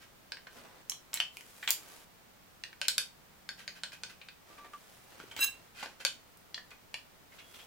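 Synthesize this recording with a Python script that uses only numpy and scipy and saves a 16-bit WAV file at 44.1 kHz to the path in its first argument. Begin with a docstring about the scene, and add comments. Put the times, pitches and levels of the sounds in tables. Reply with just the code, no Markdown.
"""A small dry workshop, two spaced microphones: clutch plates are laid into their basket on a bench
and oiled between layers with a pump can. Blows are struck damped modes plus a noise snap: lever clicks,
spout taps, a lined plate knocking on the teeth, steel ticks. Noise rubbed through modes gives scrapes, rasp
and rustling hands; wavering lines ring a chattering steel plate. Pings, thumps and faint hums are single
tones; echoes, a noise-tap tail and steady hiss lie behind."""
import sys
import numpy as np
from scipy import signal
from scipy.fft import rfft, irfft
from scipy.io import wavfile
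from scipy.ndimage import uniform_filter1d

SR = 44100
rng = np.random.default_rng(int(sys.argv[2]) if len(sys.argv) > 2 else 0)


def natural_amplitude(level_db):
    """Convert a level in decibels to a linear amplitude factor, elementwise."""
    exponent = np.asarray(level_db, float) / 20
    return 10 ** exponent


def generate_wav(signal):
    """Clip the signal to [-1, 1] and save it as 16-bit WAV at the path in sys.argv[1]."""
    frames = np.transpose(np.atleast_2d(signal))
    scaled = np.clip(frames, -1, 1) * 32767
    pcm = np.round(scaled).astype(np.int16)
    wavfile.write(sys.argv[1], SR, pcm)


N = 337806  # samples

# modes of the lined plate laid on the teeth: (frequency [Hz], width [Hz], level [dB])
LINED_MODES = [(1200, 490, -2.5), (2240, 530, 10.5), (3060, 300, 8.5), (4430, 330, -0.5), (5320, 250, 0.5),
               (6680, 360, 3), (7420, 270, 6.5), (10100, 210, -4), (13000, 400, 6), (14600, 1500, 14)]
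# chatter of the free steel plate, duller at its end: (time [s], level [dB], brightness [dB])
STEEL_CHATTER = [(5.375, -62, -3), (5.392, -44, -5), (5.411, -36, 8), (5.415, -28, -6), (5.432, -24, -6),
                 (5.447, -31, 4.5), (5.456, -43, 7), (5.486, -38.5, -10), (5.524, -56, -10),
                 (5.572, -73, -10)]


def evened(x):
    """Scales to rms 1."""
    return x / np.sqrt(np.mean(x ** 2) + 1e-20)


def read(points, hz):
    """Reads a table on a log-frequency axis."""
    f, value = np.transpose(points)
    return np.interp(np.log(hz + 1), np.log(f + 1), value)


def add(mix, start_s, sound):
    """Mixes a two-channel sound in at start_s."""
    part = mix[:, round(start_s * SR):][:, :sound.shape[1]]
    part += sound[:, :part.shape[1]]


def slant(hz, centre_hz, thud_db, crack_db):
    """Gain in dB: 0 at the centre, thud_db at 700 Hz, crack_db at 10 kHz, up to 1.5 times those beyond."""
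    below = np.clip(np.log(centre_hz / hz) / np.log(centre_hz / 700), 0, 1.5)
    above = np.clip(np.log(hz / centre_hz) / np.log(10000 / centre_hz), 0, 1.5)
    return below * thud_db + above * crack_db


def unroll(rows):
    """Start time and the columns of a curve, sample by sample."""
    s, *columns = np.transpose(rows)
    t = np.arange(s[0], s[-1], 1 / SR)
    return s[0], [np.interp(t, s, c) for c in columns]


def swells(table):
    """Level curve of each slide: swells to its level at 0.3 of its length, then fades."""
    return [[(s, db - 12.5), (s + 0.3 * length, db), (s + length, db - 22.5)] for s, length, db in table]


def pair(z, same):
    """Makes the second spectrum share part of the first."""
    same = np.clip(same, -1, 1)[:, None]
    return np.array([z[0], same * z[0] + np.sqrt(1 - same ** 2) * z[1]])


def causal(gain):
    """Spectrum of a gain curve in minimum phase: nothing sounds before the blow."""
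    cepstrum = irfft(np.log(gain + 1e-5))
    half = len(cepstrum) // 2
    cepstrum[1:half] *= 2
    cepstrum[half + 1:] = 0
    return np.exp(rfft(cepstrum))


def add_tone(mix, start_s, hz, width_hz, level):
    """One tone, alike in both channels; its phase wanders as far as its width, its rms follows level."""
    wander = np.sqrt(2 * np.pi * width_hz / SR) * rng.standard_normal(len(level))
    phase = np.cumsum(2 * np.pi * hz / SR + wander)
    add(mix, start_s, np.tile(np.sqrt(2) * level * np.sin(phase), (2, 1)))


def blows(events, modes, feel, spread_db, extra_db, snap_db, top_hz, skew):
    """Each contact ticks, snaps and rings the modes, plus nine weak ones at random pitches that thicken it."""
    mix, t = np.zeros((2, N)), np.arange(4096) / SR
    bins = np.fft.rfftfreq(len(t), 1 / SR) + 1
    usual_crack_db, crack_per_db, soft_db = feel
    usual_blow_db = -28
    for s, level_db, centre_hz, contact_ms, thud_db in events:
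        extra = [(hz, 220, extra_db) for hz in np.exp(rng.uniform(np.log(900), np.log(9000), size=9))]
        hz, width_hz, mode_db = (c[:, None] for c in np.transpose(modes + extra))
        weight, start, apart = rng.standard_normal((3, len(hz), 1))

        rise = 1 - np.exp(-hz * t / (1 + contact_ms))  # a long contact feeds the modes gradually
        fade = natural_amplitude(mode_db + spread_db * weight) * np.exp(-np.pi * width_hz * t) * rise
        phase = 2 * np.pi * hz * t + np.pi * np.arange(len(hz))[:, None] + 0.45 * start
        apart_rad = skew * apart * 2.7 * np.minimum(hz / 9000, 1)  # spaced microphones disagree more up high
        ring = np.array([(fade * np.sin(phase + side * apart_rad)).sum(0) for side in (-0.5, 0.5)])

        noise = rng.standard_normal((3, len(t)))  # shared, left, right
        noise[0, 0] = 4.07 / contact_ms  # the shorter the contact, the sharper its first tick
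        snap = natural_amplitude(snap_db) * (noise[0] + skew * noise[1:]) * np.exp(-1000 * t / contact_ms)
        snap *= 1 - np.exp(-(1000 * t + 0.019) / (0.046 * contact_ms ** 2))  # a soft contact presses in

        # hard and short is bright
        crack_db = usual_crack_db + crack_per_db * (level_db - usual_blow_db) - soft_db * np.log2(contact_ms)
        spot_db = 4.5 * np.exp(-(np.log(bins / centre_hz) / 0.084) ** 2)  # the struck spot favours its own mode
        gain = natural_amplitude(slant(bins, centre_hz, thud_db, crack_db) + spot_db)
        gain *= bins / (bins + 400) / (1 + (bins / top_hz) ** 6)
        sound = irfft(rfft(ring + snap) * causal(gain))
        height = 3 * np.sqrt(np.mean(sound[:, :SR // 160] ** 2))  # 3 x rms of the first 6 ms
        add(mix, s, sound * natural_amplitude(level_db) / height)
    return mix


def rub(tables, modes, grain_db, same, colour_db=None):
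    """Friction: grainy noise feeds every mode; level and colour follow the stroke's curve."""
    mix = np.zeros((2, N))
    for rows in tables:
        s, (level_db, *own_db) = unroll(rows)
        thud_db, crack_db = own_db or colour_db
        grain = natural_amplitude(grain_db * evened(uniform_filter1d(rng.standard_normal(len(level_db)), size=90)))
        noise = rng.standard_normal((3, len(grain)))  # shared, left, right
        drive = evened(grain * (same * noise[0] + (1 - same) * noise[1:]))
        sound = 0
        for hz, width_hz, mode_db in modes:
            r = np.exp(-np.pi * width_hz / SR)
            resonator = [1, -2 * r * np.cos(2 * np.pi * hz / SR), r * r]
            rung = signal.lfilter([1, 0, -1], resonator, drive)
            sound = sound + evened(rung) * natural_amplitude(mode_db + slant(hz, 1030, thud_db, crack_db))
        add(mix, s, sound * natural_amplitude(level_db) * signal.windows.tukey(len(grain), 0.15))
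    return mix


def hiss():
    """Steady air of the workshop and the microphones' own noise: shaped, partly shared noise."""
    # spectrum shape: (frequency [Hz], density [dB])
    shape = [(12, -22), (20, -0.5), (174, 1), (342, -3), (670, -3), (816, -3.5), (1280, -5), (12500, -19),
             (15200, -11.5), (16500, -23)]
    # left-right likeness: (frequency [Hz], share [0-1])
    likeness = [(60, 0.3), (300, 0.089), (1000, 0.03)]
    rms_db = -59.5
    hz, _, z = signal.stft(rng.standard_normal((2, N + 4096)), SR, nperseg=2048)
    z = pair(z, read(likeness, hz)) * natural_amplitude(read(shape, hz))[:, None]
    return natural_amplitude(rms_db) * evened(signal.istft(z, SR, nperseg=2048)[1][:, :N])


def room_tail(x, gap_s=0.0019):
    """Sparse taps of random sign, one in every 20 samples, each band dying at its own speed."""
    # decay: (frequency [Hz], t60 [s])
    decay = [(500, 0.23), (1500, 0.19), (2600, 0.25), (8000, 0.23), (15000, 0.19)]
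    # left-right likeness: (frequency [Hz], share [0-1])
    likeness = [(500, 0.94), (1400, 1), (3000, 0.1), (7000, 0.011)]
    size = SR // 2
    taps = np.zeros((2, size))
    at = np.arange(0, size - 20, 20) + rng.integers(0, 20, (2, (size - 1) // 20))
    np.put_along_axis(taps, at, rng.choice([-1., 1.], at.shape), 1)
    taps *= np.clip(np.arange(size) / SR / gap_s - 0.5, 0, 1)  # the first walls answer after a short gap
    hz, t, z = signal.stft(taps, SR, nperseg=256)
    z = pair(z, read(likeness, hz)) * natural_amplitude(-60 * t / read(decay, hz)[:, None])
    tail = signal.istft(z, SR, nperseg=256)[1]
    return signal.oaconvolve(x.mean(0)[None], tail / np.linalg.norm(tail[0]), axes=1)[:, :N]


def workshop_echo(wet):
    """Tail of the workshop plus early echoes that cross to the other channel."""
    # bench and nearest walls: (delay [s], level [dB])
    early = [(.0045, -16), (0.015, -23)]
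    # the answer turns steadily between two random tails, so no one pattern stands out
    turn = np.pi * 2.3 * np.arange(N) / SR
    echo = room_tail(wet * np.sin(turn)) + room_tail(wet * np.cos(turn))
    for delay_s, echo_db in early:
        add(echo, delay_s, natural_amplitude(echo_db) * wet[::-1, :N - round(delay_s * SR)])
    return echo


def low_hums():
    """Faint low hums come and go: tones blurred by phase wander."""
    # hums: (time [s], length [s], level [dB], frequency [Hz], width [Hz])
    hums = [(3, 1.44, -70, 177.7, 21), (4.949, 1, -72, 99.9, 40.4)]
    mix = np.zeros((2, N))
    for s, length_s, db, hz, width_hz in hums:
        t = np.arange(0, length_s, 1 / SR)
        add_tone(mix, s, hz, width_hz, natural_amplitude(db) * signal.windows.tukey(len(t), 0.5))
    return mix


def hands_rustle():
    """Hands and sleeves: each movement swells to its height and fades; a dull one is also heavier below."""
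    # movements: (time [s], length [s], level [dB], crack [dB], height reached at share of length [0-1])
    movements = [(0.5, 0.13, -62, -7, 0.47), (0.546, 0.3, -62, -56, 0.08), (1.3, 0.53, -65, 4, 0.77),
                 (1.702, 0.36, -60.5, -2.5, 0.68), (4.45, 0.31, -64, -29, 0.17),
                 (4.7, 0.47, -66.5, -2.5, 0.42), (5.051, .67, -62, -18, 0.16), (7.309, 0.18, -65, -11, 0.2),
                 (7.448, 0.27, -64, -0.5, 0.45)]
    edge_drop_db, usual_thud_db, dull_to_thud = 8, -0.5, 0.074
    curves = []
    for s, length_s, db, crack_db, top in movements:
        thud_db = usual_thud_db - dull_to_thud * crack_db
        top_s = s + np.clip(top, 0.03, 0.97) * length_s
        curves.append([(s, db - edge_drop_db, thud_db, crack_db),
                       (top_s, db, thud_db, crack_db),
                       (s + length_s, db - edge_drop_db, thud_db, crack_db)])
    cloth = [(hz, 1.2 * hz, -6) for hz in np.geomspace(330, 13000, 8)]  # broad, overlapping: no pitch
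    return rub(curves, cloth, grain_db=3.0, same=0.38)


def knuckle_thumps():
    """Knuckles thump the housing: a few cycles of one tone under a half-sine."""
    # thumps: (time [s], level [dB], frequency [Hz])
    thumps = [(5.199, -55, 417), (5.237, -48, 386)]
    cycles = 2.7
    mix = np.zeros((2, N))
    for s, db, hz in thumps:
        t = np.arange(0, cycles / hz, 1 / SR)
        add_tone(mix, s, hz, 0, natural_amplitude(db) * np.sin(np.pi * t * hz / cycles))
    return mix


def plate_pings():
    """Held plates ping, sagging slowly until the fingers damp them."""
    # pings: (time [s], length [s], level [dB], frequency [Hz])
    pings = [(4.503, 0.056, -60, 1172), (4.58, 0.12, -54.5, 1168), (4.733, 0.045, -44, 1177),
             (7.399, 0.17, -65, 3330), (7.588, 0.071, -64, 3340)]
    rise_s, damp_s, sag_db, width_share = 0.0045, 0.025, 4, 0.0061  # width as a share of pitch
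    mix = np.zeros((2, N))
    for s, length_s, db, hz in pings:
        t = np.arange(0, length_s, 1 / SR)
        ends = np.clip(np.minimum(t / rise_s, (length_s - t) / damp_s), 0, 1)
        add_tone(mix, s, hz, width_share * hz, natural_amplitude(db - sag_db * t / length_s) * ends)
    return mix


def oil_can():
    """Pump can: lever clicks and spout taps strike its modes, the sliding lever rubs them."""
    # crack: (usual [dB], gained per dB of force [dB], lost per doubled contact [dB])
    can_feel = (-5, 0.78, 7)
    # lever clicks: (time [s], level [dB], centre [Hz], contact [ms], thud [dB])
    clicks = [(0.32, -26.5, 1660, 1.1, -0.5), (0.37, -38.5, 2170, 1.9, -2), (0.469, -36, 1740, 5, 0.5),
              (2.815, -21, 2800, 0.86, -2), (2.853, -31.5, 2830, 1.8, 0), (2.883, -12.5, 4020, 0.64, -7.5),
              (2.981, -14, 3560, 0.67, -5.5), (3.49, -26.5, 1600, 0.61, -3.5),
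              (3.678, -27, 4470, 0.78, 0.5), (3.835, -24.5, 1440, 0.74, 0), (3.92, -39, 1540, 1.4, -16),
              (4.035, -27, 1480, 0.57, 0), (4.214, -38.5, 2500, 4.1, -13), (4.286, -37, 2530, 0.86, -3),
              (5.827, -28, 820, 6.9, -5), (5.859, -32, 850, 3.3, 3), (6.003, -39.5, 1890, 0.43, 7.5),
              (6.05, -14, 2430, 0.75, 2), (6.065, -23, 3040, 3.1, -20)]
    # spout touching the plates: (time [s], level [dB], centre [Hz], contact [ms], thud [dB])
    taps = [(2.637, -27.5, 2000, 0.98, -5), (2.729, -41, 2300, 2.4, -4), (6.544, -26, 4130, 1.8, -8),
            (6.578, -33, 1800, 3.4, -4), (6.713, -42, 2420, 7.5, -1.5), (6.942, -25.5, 2300, 1.15, -1)]
    # can modes: (frequency [Hz], width [Hz], level [dB])
    can_modes = [(561, 49, -11), (840, 280, -0.5), (1580, 174, 7.5), (1980, 390, 6.5), (2500, 340, 9),
                 (3077, 240, 6), (3700, 196, 1), (4083, 150, 2.5), (4475, 93, -1), (4746, 102, -2),
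                 (5280, 130, -2), (5750, 360, -12), (6750, 150, -6.5), (8040, 330, -11), (9800, 1200, -5)]
    # spout modes: (frequency [Hz], width [Hz], level [dB])
    spout_modes = [(1820, 156, 3), (2350, 230, 1.5), (2800, 190, 4), (3400, 230, 5.5), (4060, 210, 1),
                   (4620, 220, 4.5), (5470, 320, 4), (7750, 500, -5)]
    # lever sliding in the can: (time [s], length [s], level [dB])
    strokes = [(0, 0.088, -68.5), (3.571, 0.09, -62), (3.749, 0.061, -64.5), (3.916, 0.059, -60),
               (4.084, 0.066, -64), (5.74, 0.21, -60), (5.82, 0.058, -59.5), (5.995, 0.051, -58.5),
               (6.702, 0.032, -64)]
    struck = sum(blows(events, modes, can_feel, spread_db=2.5, extra_db=-10.5, snap_db=4.5, top_hz=9300, skew=1.0)
                 for events, modes in ((clicks, can_modes), (taps, spout_modes)))
    return struck + rub(swells(strokes), can_modes, grain_db=1.5, same=0.44, colour_db=(-6, -9))


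def lined_plate():
    """Lined plate: taps while in the hand, then knocks on the teeth, each with its own modes."""
    # crack: (usual [dB], gained per dB of force [dB], lost per doubled contact [dB])
    lined_feel = (-12, 0.017, 7.7)
    # taps, plate still in the hand: (time [s], level [dB], centre [Hz], contact [ms], thud [dB])
    taps = [(0.897, -20.5, 6240, 0.48, -21), (0.919, -29.5, 3400, 1.1, -3), (1.132, -31, 5510, 1.4, -1),
            (1.1415, -20.5, 7700, 0.34, -9), (1.173, -29, 3380, 1.8, -8)]
    # knocks: (time [s], level [dB], centre [Hz], contact [ms], thud [dB])
    knocks = [(1.2015, -14.5, 3000, 2.2, -12), (1.37, -33.5, 2460, 0.53, 1),
              (1.409, -39.5, 1860, 1.2, -0.5), (1.627, -30.5, 1880, 6.2, -12),
              (1.676, -17.5, 3230, 3, -13.5), (1.706, -12.5, 4570, 0.39, -46),
              (6.373, -50, 8200, 0.26, -20)]
    # modes in the hand: (frequency [Hz], width [Hz], level [dB])
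    held_modes = [(3150, 220, 3), (4020, 54, -8), (5600, 170, 8.5), (6070, 420, 7.5), (7700, 170, 6),
                  (10350, 280, 0), (14300, 1500, 15)]
    return sum(blows(events, modes, lined_feel, spread_db=4.0, extra_db=-12, snap_db=9.0, top_hz=17000, skew=0.78)
               for events, modes in ((taps, held_modes), (knocks, LINED_MODES)))


def plate_scrapes():
    """Fairly even scrapes of plates on the teeth; the last is the steel plate, through the lined plate's modes."""
    # scrapes: (time [s], length [s], level [dB])
    scrapes = [(1.13, 0.079, -53.5), (1.63, 0.038, -58), (1.68, 0.037, -42), (5.362, 0.05, -51.5)]
    return rub(swells(scrapes), LINED_MODES, grain_db=-0.5, same=0.75, colour_db=(-9, -12))


def steel_ticks():
    """A held steel plate ticks: blows with a strong snap."""
    # crack: (usual [dB], gained per dB of force [dB], lost per doubled contact [dB])
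    steel_feel = (-6, 0.94, 1.2)
    # ticks: (time [s], level [dB], centre [Hz], contact [ms], thud [dB])
    ticks = [(4.579, -44, 1500, 9.1, -1), (4.643, -44.5, 1910, 10.3, 2), (4.734, -40.5, 1740, 4.1, -1),
             (5.2, -35.5, 3080, 3.5, 7), (5.211, -47, 2410, 3.5, -10), (5.312, -36.5, 2270, 8.1, -1.5),
             (5.364, -31, 3150, 3.3, 5), (5.391, -28.5, 1400, 4, 2.5), (5.444, -27, 7000, 2, -15),
             (7.318, -50.5, 2010, 11.6, -18), (7.384, -45.5, 2700, 12.5, -12),
             (7.539, -46, 3270, 13.2, -18), (7.588, -46, 3300, 13.3, -8)]
    # modes in the hand: (frequency [Hz], width [Hz], level [dB])
    held_modes = [(1400, 240, 26), (2360, 195, 21), (3150, 130, 16), (6540, 160, 14), (14200, 900, -2)]
    return blows(ticks, held_modes, steel_feel, spread_db=6.5, extra_db=-12, snap_db=25.5, top_hz=16300, skew=0.94)


def teeth_rasp():
    """Rasp of the teeth: friction through the lined plate's modes that follows the steel plate's chatter."""
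    curve = [(s, db - 23.5, -6.0, bright_db - 20.0) for s, db, bright_db in STEEL_CHATTER]
    return rub([curve], LINED_MODES, grain_db=3, same=0.97)


def steel_ring(waver_db=1.96, skew=0.9, blur_hz=12):
    """The chattering steel plate keeps all its lines sounding; each wavers as teeth touch and let go."""
    # lines of the free plate: (frequency [Hz], level [dB])
    lines = [(1066, -50), (1642, -38), (2735, -28), (3951, -30.5), (5200, -40.5), (6503, -39.5),
             (7181, -59), (7838, -40), (9168, -40), (9738, -48), (10535, -40.5), (11876, -43),
             (13130, -41.5), (14212, -40), (14772, -38)]
    thud_db = -5.5
    s, (level_db, crack_db) = unroll(STEEL_CHATTER)
    t, sound, top_db = np.arange(len(level_db)) / SR, 0, max(db for _, db in lines)
    for hz, line_db in lines:
        slow_noise = evened(uniform_filter1d(rng.standard_normal(len(t)), size=500))
        waver = waver_db * np.log2(1 + hz / 2700) * slow_noise
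        apart_rad = skew * min(hz / 4000, 1) * rng.choice([-1, 1])  # between the microphones
        wander = np.cumsum(np.sqrt(2 * np.pi * blur_hz / SR) * rng.standard_normal(len(t)))
        phase = 2 * np.pi * (rng.random() + hz * t) + uniform_filter1d(wander, size=60)
        phase = phase + np.array([[0], [apart_rad]])
        height = natural_amplitude(line_db - top_db + waver + slant(hz, 3600, thud_db, crack_db))
        sound = sound + height * np.sin(phase)
    mix = np.zeros((2, N))
    add(mix, s, sound * natural_amplitude(level_db) * signal.windows.tukey(len(t), 0.1))
    return mix


def scene():
    """Everything on the bench, its echo in the workshop, and the hiss."""
    hands, can, steel = hands_rustle(), oil_can(), steel_ticks()
    plates = lined_plate() + plate_scrapes()
    ring = steel_ring() + teeth_rasp()
    tones = plate_pings() + knuckle_thumps() + low_hums()
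    wet = natural_amplitude(-1.5) * can + natural_amplitude(-2.0) * plates + natural_amplitude(-1.0) * steel + natural_amplitude(-8.0) * ring + natural_amplitude(-6.0) * hands
    mix = can + plates + steel + ring + hands + tones + workshop_echo(wet) + hiss()
    return natural_amplitude([[-0.3], [0.3]]) * mix  # left, right


def roll_off(x):
    """The treble ends steeply here."""
    return signal.sosfilt(signal.butter(12, 17000, fs=SR, output="sos"), x)


def record(dry):
    """The recorder's band limit: a linear-phase low-pass at 16.3 kHz."""
    edge = signal.firwin(255, 16300, window=("kaiser", 9), fs=SR)
    finished = signal.oaconvolve(dry, edge[None], "same")
    return roll_off(finished)


dry = scene()
out = record(dry)
generate_wav(out)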